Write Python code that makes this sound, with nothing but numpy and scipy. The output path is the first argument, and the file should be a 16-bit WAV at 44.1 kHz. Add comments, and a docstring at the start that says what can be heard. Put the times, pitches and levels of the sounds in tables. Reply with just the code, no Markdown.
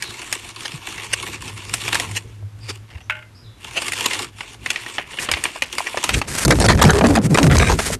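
"""Outdoors on concrete, a hand tugs plastic and steel sawhorse parts out of a nylon bag. Impacts excite
the parts' damped modes, sliding makes them scrape by stick-slip, and the bag rustles, ticks and rumbles.
One part is set down and chatters to rest. Then a paper sheet is pulled out, crackling and brushing the
microphone while turbulent gusts buffet it. A distant bird and a low hum lie in the background."""
import sys
import numpy as np
from scipy import signal
from scipy.fft import rfft, irfft, next_fast_len
from scipy.io import wavfile
from scipy.ndimage import uniform_filter1d

SR = 44100
rng = np.random.default_rng(int(sys.argv[2]) if len(sys.argv) > 2 else 0)


def to_wav(s):
    """Save 16-bit WAV."""
    ch = np.atleast_2d(s).T  # columns
    pcm = np.round(np.clip(ch, -1, 1) * 32767)  # PCM
    wavfile.write(sys.argv[1], SR, pcm.astype(np.int16))


N = 352359

# Parts colliding. 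Each row: start in seconds, level in dB, bass lift in dB, treble lift in dB.
KNOCKS = [(0.023, -19, -26, 5), (0.326, -12.5, -1, 6.5), (1.738, -12.5, 4.5, 11.5), (1.879, -16, 6, 1),
          (1.928, -13, -0.5, 0), (1.945, -14, 5, 7), (1.998, -14, 6, 7.5), (3.82, -21.5, 9, 6.5),
          (3.881, -19, -1, 6), (3.92, -16.5, -5, 7), (3.933, -19, -6, 7), (4.11, -17.5, -12, -10),
          (4.133, -18.5, -10, 0), (4.406, -22.5, 7, -16), (4.66, -16.5, -2, -7), (4.703, -11, -6, 4),
          (4.759, -17, -12, -19), (4.863, -25, 6, -12), (4.982, -15.5, 3, -26), (5.186, -18.5, -34, -32),
          (5.288, -15.5, 9.5, -22), (5.314, -11, 6, 5.5), (5.337, -13, -12, -15), (5.37, -22.5, 13, -16),
          (5.438, -13.5, 1, 11), (5.453, -13, 6, -22), (5.621, -11, 6, 1.5), (5.782, -14.5, 1.5, 6),
          (5.972, -15, 10, -5), (6.039, -12.5, 7.5, 8), (6.091, -11.5, 2, -1), (6.215, -14.5, 14, -4)]
# Parts sliding. 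Each row: centre in seconds, level in dB, half length in seconds, treble lift in dB.
SCRAPES = [(0.658, -22, 0.0043, -4), (1.137, -11, 0.0036, 4), (1.955, -12.5, 0.0013, 7.5),
           (2.170, -17.5, 0.0075, 10), (2.700, -25, 0.0074, -1), (3.776, -14.5, 0.0086, -5),
           (4.062, -10.5, 0.0025, 2), (5.872, -18, 0.0038, -12), (6.144, -13, 0.005, 4)]
# Response of a hollow plastic body. Each row: frequency in Hz, gain in dB.
PLASTIC_SPECTRUM = [(120, -10.5), (1080, 0.5), (1400, -1.5), (1870, 7.5), (2760, 8.5), (3500, 0.5),
                    (9130, -6), (12000, -15)]
# Dull blows on hollow parts. Each row: start in seconds, level in dB, frequency in Hz.
BUMPS = [(0.737, -27, 120), (2.426, -42.5, 630), (2.696, -32, 324), (2.945, -26.5, 79.6),
         (5.313, -27.5, 70.6), (5.558, -26.5, 850), (5.804, -18, 780), (5.943, -21.5, 830),
         (7.902, -19.5, 543)]
# Modes of the part set on concrete. 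Each row: frequency in Hz, weight in dB.
PART_MODES = [(619, -3), (860, -1), (1427, 2), (1529, 8), (2056, 7), (2191, 0), (2832, -12)]
# Its clack. Each row: frequency in Hz, gain in dB.
CLACK_SPECTRUM = [(450, -20), (1100, -1), (2800, 7.5), (4300, -19.5), (12000, -28)]
# Its bounces. Each entry: moment of contact in seconds.
BOUNCES_S = [3.098, 3.106, 3.122, 3.152, 3.168, 3.19, 3.225]
# Loose parts stirred by the hand. Each row: start in seconds, length in seconds, level in dB.
JOSTLES = [(2.92, 0.08, -48.5), (4.71, 0.076, -37.5), (5.15, 0.424, -37)]

# Tugs dragging nylon over the parts. Each row: start in seconds, length in seconds, level in dB.
TUGS = [(0.01, 0.49, -36), (0.61, 0.15, -34), (0.87, 0.19, -33.5), (1.15, .19, -32.5), (1.44, 0.61, -37),
        (1.85, 0.17, -27.5), (2.06, 0.12, -34.5), (2.26, 0.1, -55.5), (2.66, 0.089, -45),
        (3.67, 0.26, -37.5), (3.77, 0.13, -32), (4.0, 0.22, -26), (4.42, 0.11, -37.5), (4.68, 0.31, -36.5),
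        (5.14, 0.44, -36.5), (5.77, 0.39, -32)]
# Light ticks and small knocks in the bag. Each row: start in seconds, level in dB.
BAG_TICKS = [(0.216, -26.5), (0.56, -28.5), (0.979, -27), (1.044, -31.5), (1.226, -22), (1.264, -23),
             (1.478, -25), (3.865, -21.5), (4.043, -22), (4.19, -18.5)]
# Response of the bag. Each row: frequency in Hz, gain in dB.
NYLON_SPECTRUM = [(88, -61.5), (200, -6.5), (360, 3), (608, -10), (970, 2), (1440, -4), (2660, 4),
                  (4920, -8), (8460, -6), (12000, -17.5)]

# Paper sliding through the fingers. Each row: start in seconds, length in seconds, level in dB.
PULLS = [(5.205, 0.044, -29.5), (6.172, 0.018, -24), (6.29, 0.077, -30.5), (6.39, 0.048, -21),
         (6.49, 0.13, -32), (6.82, 0.33, -35.5), (7.232, 0.035, -32.5), (7.31, .16, -32), (7.51, 0.35, -35),
         (7.81, 0.14, -26)]
# Its friction hiss. Each row: frequency in Hz, gain in dB.
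PAPER_SPECTRUM = [(300, -2), (900, -5), (1900, 0), (3500, -7.5), (8500, -3.5), (13000, -15)]
# Spells of paper crackle. Each row: start in seconds, length in seconds, level in dB.
CRUMPLES = [(6.48, 0.32, -25.5), (6.82, 0.39, -25), (7.38, 0.43, -22.5)]
# Creases snapping. Each row: start in seconds, level in dB.
CREASES = [(6.48, -15), (6.509, -6.5), (6.601, -11.5), (6.663, -13), (6.686, -12), (6.826, -8.5),
           (6.906, -10.5), (7.069, -17), (7.345, -15), (7.43, -10), (7.568, -14), (7.585, -9.5)]
# Paper on the microphone. Each row: start in seconds, level in dB, length in seconds, treble lift in dB.
SCUFFS = [(6.45, -9, 0.0086, 18), (6.505, -8.5, 0.026, -4), (6.601, -11.5, 0.047, 2),
          (6.642, -9.5, 0.02, 0), (6.682, -6.5, 0.041, -9.5), (6.791, -15, 0.018, -16),
          (6.815, -8, 0.027, 1.5), (6.848, -10.5, 0.027, 0.5), (6.888, -10.5, 0.026, -14),
          (7.01, -10, 0.01, -14), (7.04, -11, 0.031, -11), (7.153, -12.5, 0.018, 7.5),
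          (7.169, -5.5, 0.01, -16), (7.345, -10.5, 0.012, -3), (7.378, -13, 0.028, 1),
          (7.498, -16.5, 0.052, -20), (7.595, -12, 0.08, -2.5), (7.692, -12, 0.047, -0.5)]
# Colour of the scuffs and crackle. Each row: frequency in Hz, gain in dB.
SCUFF_SPECTRUM = [(150, -3), (400, 3.5), (1000, -0.5), (1900, -3), (3000, -10.5), (5000, -11), (9000, -16),
                  (13000, -31)]
# The sheet bending near the microphone. Each row: centre in seconds, level in dB, frequency in Hz.
FLEXES = [(6.491, -8.5, 151.2), (6.527, -14.5, 343.6), (6.87, -5, 175.5), (6.964, -12, 444),
          (7.048, -7, 243.2), (7.113, -10.5, 298), (7.188, -11, 214), (7.257, -9.5, 126.3),
          (7.328, -7, 156.3), (7.425, -10.5, 291.6), (7.462, -7.5, 177.6), (7.518, -12, 125.3)]

# Low rumble: the bag being handled (first row), then gusts on the microphone.
# Each row: start in seconds, length in seconds, level in dB.
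RUMBLES = [(1.2, 1.06, -46.5), (6.12, 0.043, -26), (6.27, 1.69, -31.5), (6.49, 0.46, -16),
           (7.0, 0.12, -17.5), (7.42, 0.33, -16.5)]
# Colour of the rumble. Each row: frequency in Hz, gain in dB.
RUMBLE_SPECTRUM = [(25, -24), (55, 2), (120, -2.5), (450, -15), (1200, -47.5)]
# Bird notes. Each row: start in seconds, level in dB, first pitch in Hz, last pitch in Hz.
CHIRPS = [(0.02, -36, 4470, 3730), (2.599, -43, 4960, 4480), (3.0, -53, 6340, 5600),
          (3.335, -49, 4560, 5320), (3.426, -49, 4080, 3400)]
# Outline of the hum. Each row: time in seconds, level in dB.
HUM_LEVELS = [(0, -53.5), (1.4, -43.5), (2.68, -37), (2.9, -45.5), (5, -52)]
# Open-air noise. Each row: frequency in Hz, gain in dB.
AIR_SPECTRUM = [(100, -7.5), (600, -15), (1500, -15.5), (12000, -30.5)]

TUG_ATTACK_S, TUG_RELEASE_T60_S = 0.041, 0.2
PULL_ATTACK_S, PULL_RELEASE_T60_S = 0.0093, 0.046


def knocks(crack_t60=0.036, ring_t60=0.035, rattle_t60=0.32, contact_s=0.00056, rebound_s=0.011):
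    """Impact excitation: a crack, a short plastic ring, a rebound and the rattle of loose neighbours."""
    out, t = np.zeros(N), event_time()
    onset = 1 - np.exp(-(t / contact_s) ** 2)  # plastic yields, so the force takes time to rise
    for s, db, bass_db, treble_db in KNOCKS:
        rattle = unit(octave_ticks(len(t), rate=460, spread_db=2) * fade(t, rattle_t60))
        crack = unit(burst(crack_t60))
        ring = damped_ring(ring_t60, count=36)
        delay = int(SR * rebound_s * (.5 + rng.random()))
        rebound = np.pad(unit(burst(crack_t60 / 2)), (delay, 0))[:len(t)]
        blow = (crack + undb(-1) * ring + undb(-9) * rattle + undb(-11) * rebound) * onset
        add(out, s, peak_level(colour(blow, shelves(PLASTIC_SPECTRUM, bass_db, treble_db)), db))
    return out


def scrapes():
    """Sliding friction: as one part glides past another, the contact pressure peaks midway."""
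    def glance(u):
        return np.exp(-np.abs(u) ** 1.5 / 2)
    return stick_slip(SCRAPES, PLASTIC_SPECTRUM, glance, rate=3000, spread_db=2.5)


def bumps(decay_cycles=15, band_ratio=1.28):
    """Soft impacts excite only the lowest modes; at equal damping ratio, lower ones last longer."""
    out = np.zeros(N)
    for s, db, hz in BUMPS:
        thud = band(burst(decay_cycles / hz), hz / band_ratio, hz * band_ratio)
        add(out, s, peak_level(thud, db))
    return out


def set_down(ring_t60=0.29, clack_t60=0.033, detune=0.0126, settle_s=0.0076):
    """Inelastic bounces on concrete: each is weaker, shifts the part's modes and grinds on the grit."""
    out, t = np.zeros(N), event_time()
    hz, mode_db = np.transpose(PART_MODES)
    for s in BOUNCES_S:
        strength = 1 / (1 + (s - min(BOUNCES_S)) / settle_s)
        shifted_hz = hz * np.exp(detune * rng.standard_normal(len(hz)))
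        weights = undb(mode_db) * rng.standard_normal(len(hz))
        ring = np.sin(2 * np.pi * np.outer(t, shifted_hz)) @ weights * fade(t, ring_t60)
        grit = unit(rng.standard_normal(len(t)) * fade(t, ring_t60))
        clack = colour(unit(burst(clack_t60)) + undb(-12) * grit, CLACK_SPECTRUM)
        add(out, s, strength * (peak_level(ring, -26) + peak_level(clack, -14)))
    return out


def jostling():
    """Random light collisions among loose parts, filtered by their hollow bodies."""
    ticks = crackle(rate=100, spread_db=1.3, t60=0.033)
    body = shelves(PLASTIC_SPECTRUM, bass_db=8.5, treble_db=-8)
    return colour(ticks, body) * strokes(JOSTLES, TUG_ATTACK_S, TUG_RELEASE_T60_S)


def bag(uneven_db=1.5, tick_t60=0.047):
    """Friction makes the tugged nylon hiss and crinkle; light impacts tick and knock in the bag."""
    crinkles = colour(crackle(rate=90, spread_db=2.5, t60=0.02), NYLON_SPECTRUM)
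    weave = colour(grains(N, rate=5000, spread_db=0.5), NYLON_SPECTRUM)
    rub = undb(-2) * weave + undb(-2.5) * crinkles
    out = rub * strokes(TUGS, TUG_ATTACK_S, TUG_RELEASE_T60_S) * undb(uneven_db * drift(50))
    for s, db in BAG_TICKS:
        tick = unit(burst(tick_t60)) + damped_ring(tick_t60)
        add(out, s, peak_level(colour(tick, NYLON_SPECTRUM), db))
    return out


def bag_resonances(x, swing_db=1.8, rate=32):
    """Cavity resonance: the bag's folds and gaps keep changing shape, so narrow peaks come and go."""
    edges_hz = np.geomspace(110, 14080, 22)
    return sum(band(x, lo, hi, order=3) * undb(swing_db * drift(rate))
               for lo, hi in zip(edges_hz, edges_hz[1:]))


def paper(uneven_db=3, snap_t60=0.022):
    """Friction on the fingers makes the sheet hiss; buckling makes it crackle and snap at its creases."""
    pull = strokes(PULLS, PULL_ATTACK_S, PULL_RELEASE_T60_S) * undb(uneven_db * drift(70))
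    hiss = colour(grains(N, rate=20000, spread_db=4.5), PAPER_SPECTRUM)
    folds = colour(crackle(rate=54, spread_db=3.0, t60=0.018), SCUFF_SPECTRUM)
    out = hiss * pull + folds * strokes(CRUMPLES, PULL_ATTACK_S, PULL_RELEASE_T60_S)
    for s, db in CREASES:
        add(out, s, peak_level(band(damped_ring(snap_t60), 2000, 10700), db))
    return out


def scuffs(jerk_db=4.0):
    """Stick-slip on the microphone: the paper's edge catches at once, drags jerkily and lets go."""
    def catch(u):
        return (u >= 0) * np.exp(-np.abs(u) ** 3)
    drags = stick_slip(SCUFFS, SCUFF_SPECTRUM, catch, rate=1800, spread_db=3.0)
    return drags * undb(jerk_db * drift(300))


def flexing(half_length_s=0.027, wobble=0.123, sag_per_s=1.5):
    """Air displacement: the bending sheet pushes out short hollow buffets whose unsteady pitch sags."""
    out, lead_s = np.zeros(N), event_time().mean()
    t = event_time() - lead_s
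    swell = np.exp(-(t / half_length_s) ** 2)
    for s, db, hz in FLEXES:
        whoop = tone(hz * np.exp(wobble * drift(122.2)[:len(t)] - sag_per_s * t))
        roughness = unit(band(rng.standard_normal(len(t)), hz / 2, 2.43 * hz))
        add(out, s - lead_s, peak_level((whoop + undb(-9) * roughness) * swell, db))
    return out


def rumble(uneven_db=3, breeze_db=-50):
    """Slow pressure fluctuations: over a light breeze, the handled bag, then gusts on the microphone."""
    force = undb(breeze_db) + strokes(RUMBLES, attack_s=0.024, release_t60=0.25)
    return colour(rng.standard_normal(N), RUMBLE_SPECTRUM) * force * undb(uneven_db * drift(25))


def bird(note_s=0.0555, warble=0.054, echo_t60=0.49):
    """Frequency modulation makes short warbling glides; reverberation smears them over the distance."""
    out, t = np.zeros(N), event_time()
    progress = np.minimum(t / note_s, 1)
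    for s, db, from_hz, to_hz in CHIRPS:
        hz = (from_hz + (to_hz - from_hz) * progress) * np.exp(warble * drift(400)[:len(t)])
        note = np.sin(np.pi * progress) * tone(hz)
        add(out, s, peak_level(signal.fftconvolve(note, burst(echo_t60)), db))
    return out


def background(air_db=-53, hum_hz=107, waver=0.055, flutter_db=4.0):
    """Random modulation of pitch and level makes a low hum waver over faint open-air noise."""
    hum = unit(tone(hum_hz * np.exp(waver * drift(30))))
    hum_gain = curve(HUM_LEVELS) * undb(flutter_db * drift(28.08))
    return hum * hum_gain + colour(rng.standard_normal(N), AIR_SPECTRUM) * undb(air_db)


def stick_slip(table, spectrum, swell, rate, spread_db, ring_t60=0.0099):
    """Bursts of slips drive a shell's modes; swell is their envelope over time in burst lengths."""
    out, lead_s = np.zeros(N), .05
    t = event_time() - lead_s
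    for s, db, length, treble_db in table:
        slips = unit(octave_ticks(len(t), rate, spread_db) * swell(t / length))
        ring = unit(signal.fftconvolve(slips, damped_ring(ring_t60))[:len(t)])
        add(out, s - lead_s, peak_level(colour(slips + ring, shelves(spectrum, 0, treble_db)), db))
    return out


def damped_ring(t60, count=48):
    """Modal superposition in a thin shell or sheet; t60 holds at 2 kHz and higher modes die sooner."""
    t = event_time()[:, None]
    hz = np.geomspace(250, 11000, count) * rng.uniform(.9, 1.1, count)
    modes = np.sin(2 * np.pi * hz * t) * fade(t, t60 * (hz / 2000) ** -.35)
    return unit(modes @ (rng.standard_normal(count) * np.sqrt(hz)))


def grains(size, rate, spread_db):
    """A Poisson process: on average rate impulses a second, a few much stronger than the rest."""
    strength = undb(spread_db * np.minimum(rng.exponential(size=size), 5))
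    return unit((rng.random(size) < rate / SR) * strength * np.sign(rng.standard_normal(size)))


def octave_ticks(size, rate, spread_db):
    """Band-limited shot noise: each of seven octaves has its own random ticks."""
    return unit(sum(band(grains(size, rate, spread_db), hz, 2 * hz) for hz in 110 * 2. ** np.arange(7)))


def crackle(rate, spread_db, t60):
    """Incoherent addition: small noise snaps at random moments sum in power."""
    power = signal.fftconvolve(grains(N, rate, spread_db) ** 2, fade(event_time(), t60) ** 2)[:N]
    return unit(np.sqrt(np.abs(power)) * rng.standard_normal(N))


def strokes(table, attack_s, release_t60):
    """Gesture envelopes summed in power: each swells up to its start, holds and dies away."""
    t, power = np.arange(N) / SR, 0
    for s, length, db in table:
        swell = np.exp(-(np.minimum(t - s, 0) / attack_s) ** 2 / 2)
        release = fade(np.maximum(t - s - length, 0), release_t60)
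        power = power + (undb(db) * swell * release) ** 2
    return np.sqrt(power)


def drift(rate):
    """Smoothed noise of rms 1, drawn rate times a second."""
    hold = int(SR / rate)
    steps = np.repeat(rng.standard_normal(N // hold + 1), hold)
    return unit(uniform_filter1d(uniform_filter1d(steps, hold), hold)[:N])


def colour(x, spectrum):
    """Minimum-phase filter with the given (Hz, dB) outline; output rms 1."""
    half = next_fast_len(len(x))
    hz, db = np.transpose(spectrum)
    bin_hz = np.linspace(1, SR / 2, half + 1)
    cepstrum = irfft(np.log(undb(np.interp(np.log(bin_hz), np.log(hz), db))))
    cepstrum[1:half] *= 2  # folding the cepstrum makes the filter causal
    cepstrum[half:] = 0
    return unit(irfft(rfft(x, len(cepstrum)) * np.exp(rfft(cepstrum)))[:len(x)])


def shelves(spectrum, bass_db, treble_db):
    """Shelving: raise or lower the two ends of a spectrum."""
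    hz, db = np.transpose(spectrum)
    lift = np.interp(np.log(hz), np.log([800, 1600, 3200, 5500]), [bass_db, 0, 0, treble_db])
    return np.column_stack([hz, db + lift])


def band(x, lo_hz, hi_hz, order=2):
    """Band-pass filter."""
    sections = signal.butter(order, [lo_hz, min(hi_hz, SR / 2 - 1)], "band", fs=SR, output="sos")
    return signal.sosfilt(sections, x)


def tone(hz):
    """A sine whose phase is the integral of its frequency."""
    return np.sin(2 * np.pi * np.cumsum(hz) / SR)


def burst(t60):
    """Exponentially damped noise."""
    t = event_time()
    return rng.standard_normal(len(t)) * fade(t, t60)


def fade(t, t60):
    """Exponential decay, 60 dB in t60 seconds."""
    return np.exp(-np.log(1000) * t / t60)


def curve(table):
    """Gain interpolated from rows of (s, dB), zero outside their span."""
    s, db = np.transpose(table)
    return undb(np.interp(np.arange(N) / SR, s, db, left=-np.inf, right=-np.inf))


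def event_time():
    """Time axis of one short sound, in seconds."""
    return np.arange(SR // 6) / SR


def undb(db):
    """Decibels to amplitude ratio."""
    return 10 ** (np.asarray(db) / 20)


def unit(x):
    """Normalise to rms 1."""
    return x / np.sqrt(np.mean(x ** 2) + 1e-18)


def peak_level(x, db):
    """Set the rms level of the loudest 4 ms."""
    return x * undb(db) / np.sqrt(uniform_filter1d(x ** 2, size=176).max())


def add(out, s, x):
    """Superpose x on out from s seconds."""
    i = int(s * SR)
    out[i:i + len(x)] += x[:max(N - i, 0)]


def scene():
    """Superposition: all sources sum at one microphone, alike in both channels."""
    parts = scrapes() + knocks() + bumps() + set_down()
    rustle = bag_resonances(bag() + jostling())
    sheet = paper() + scuffs() + flexing()
    mix = parts + rustle + sheet + rumble() + bird() + background()
    return np.array([mix, mix])


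def record(dry, ceiling=0.73, top_hz=12600):
    """Soft saturation rounds the loudest peaks; a steep low-pass filter cuts the top."""
    rounded = dry / (1 + (dry / ceiling) ** 4) ** (1 / 4)
    return signal.sosfilt(signal.ellip(10, .2, 80, top_hz, fs=SR, output="sos"), rounded)


dry = scene()
out = record(dry)
to_wav(out)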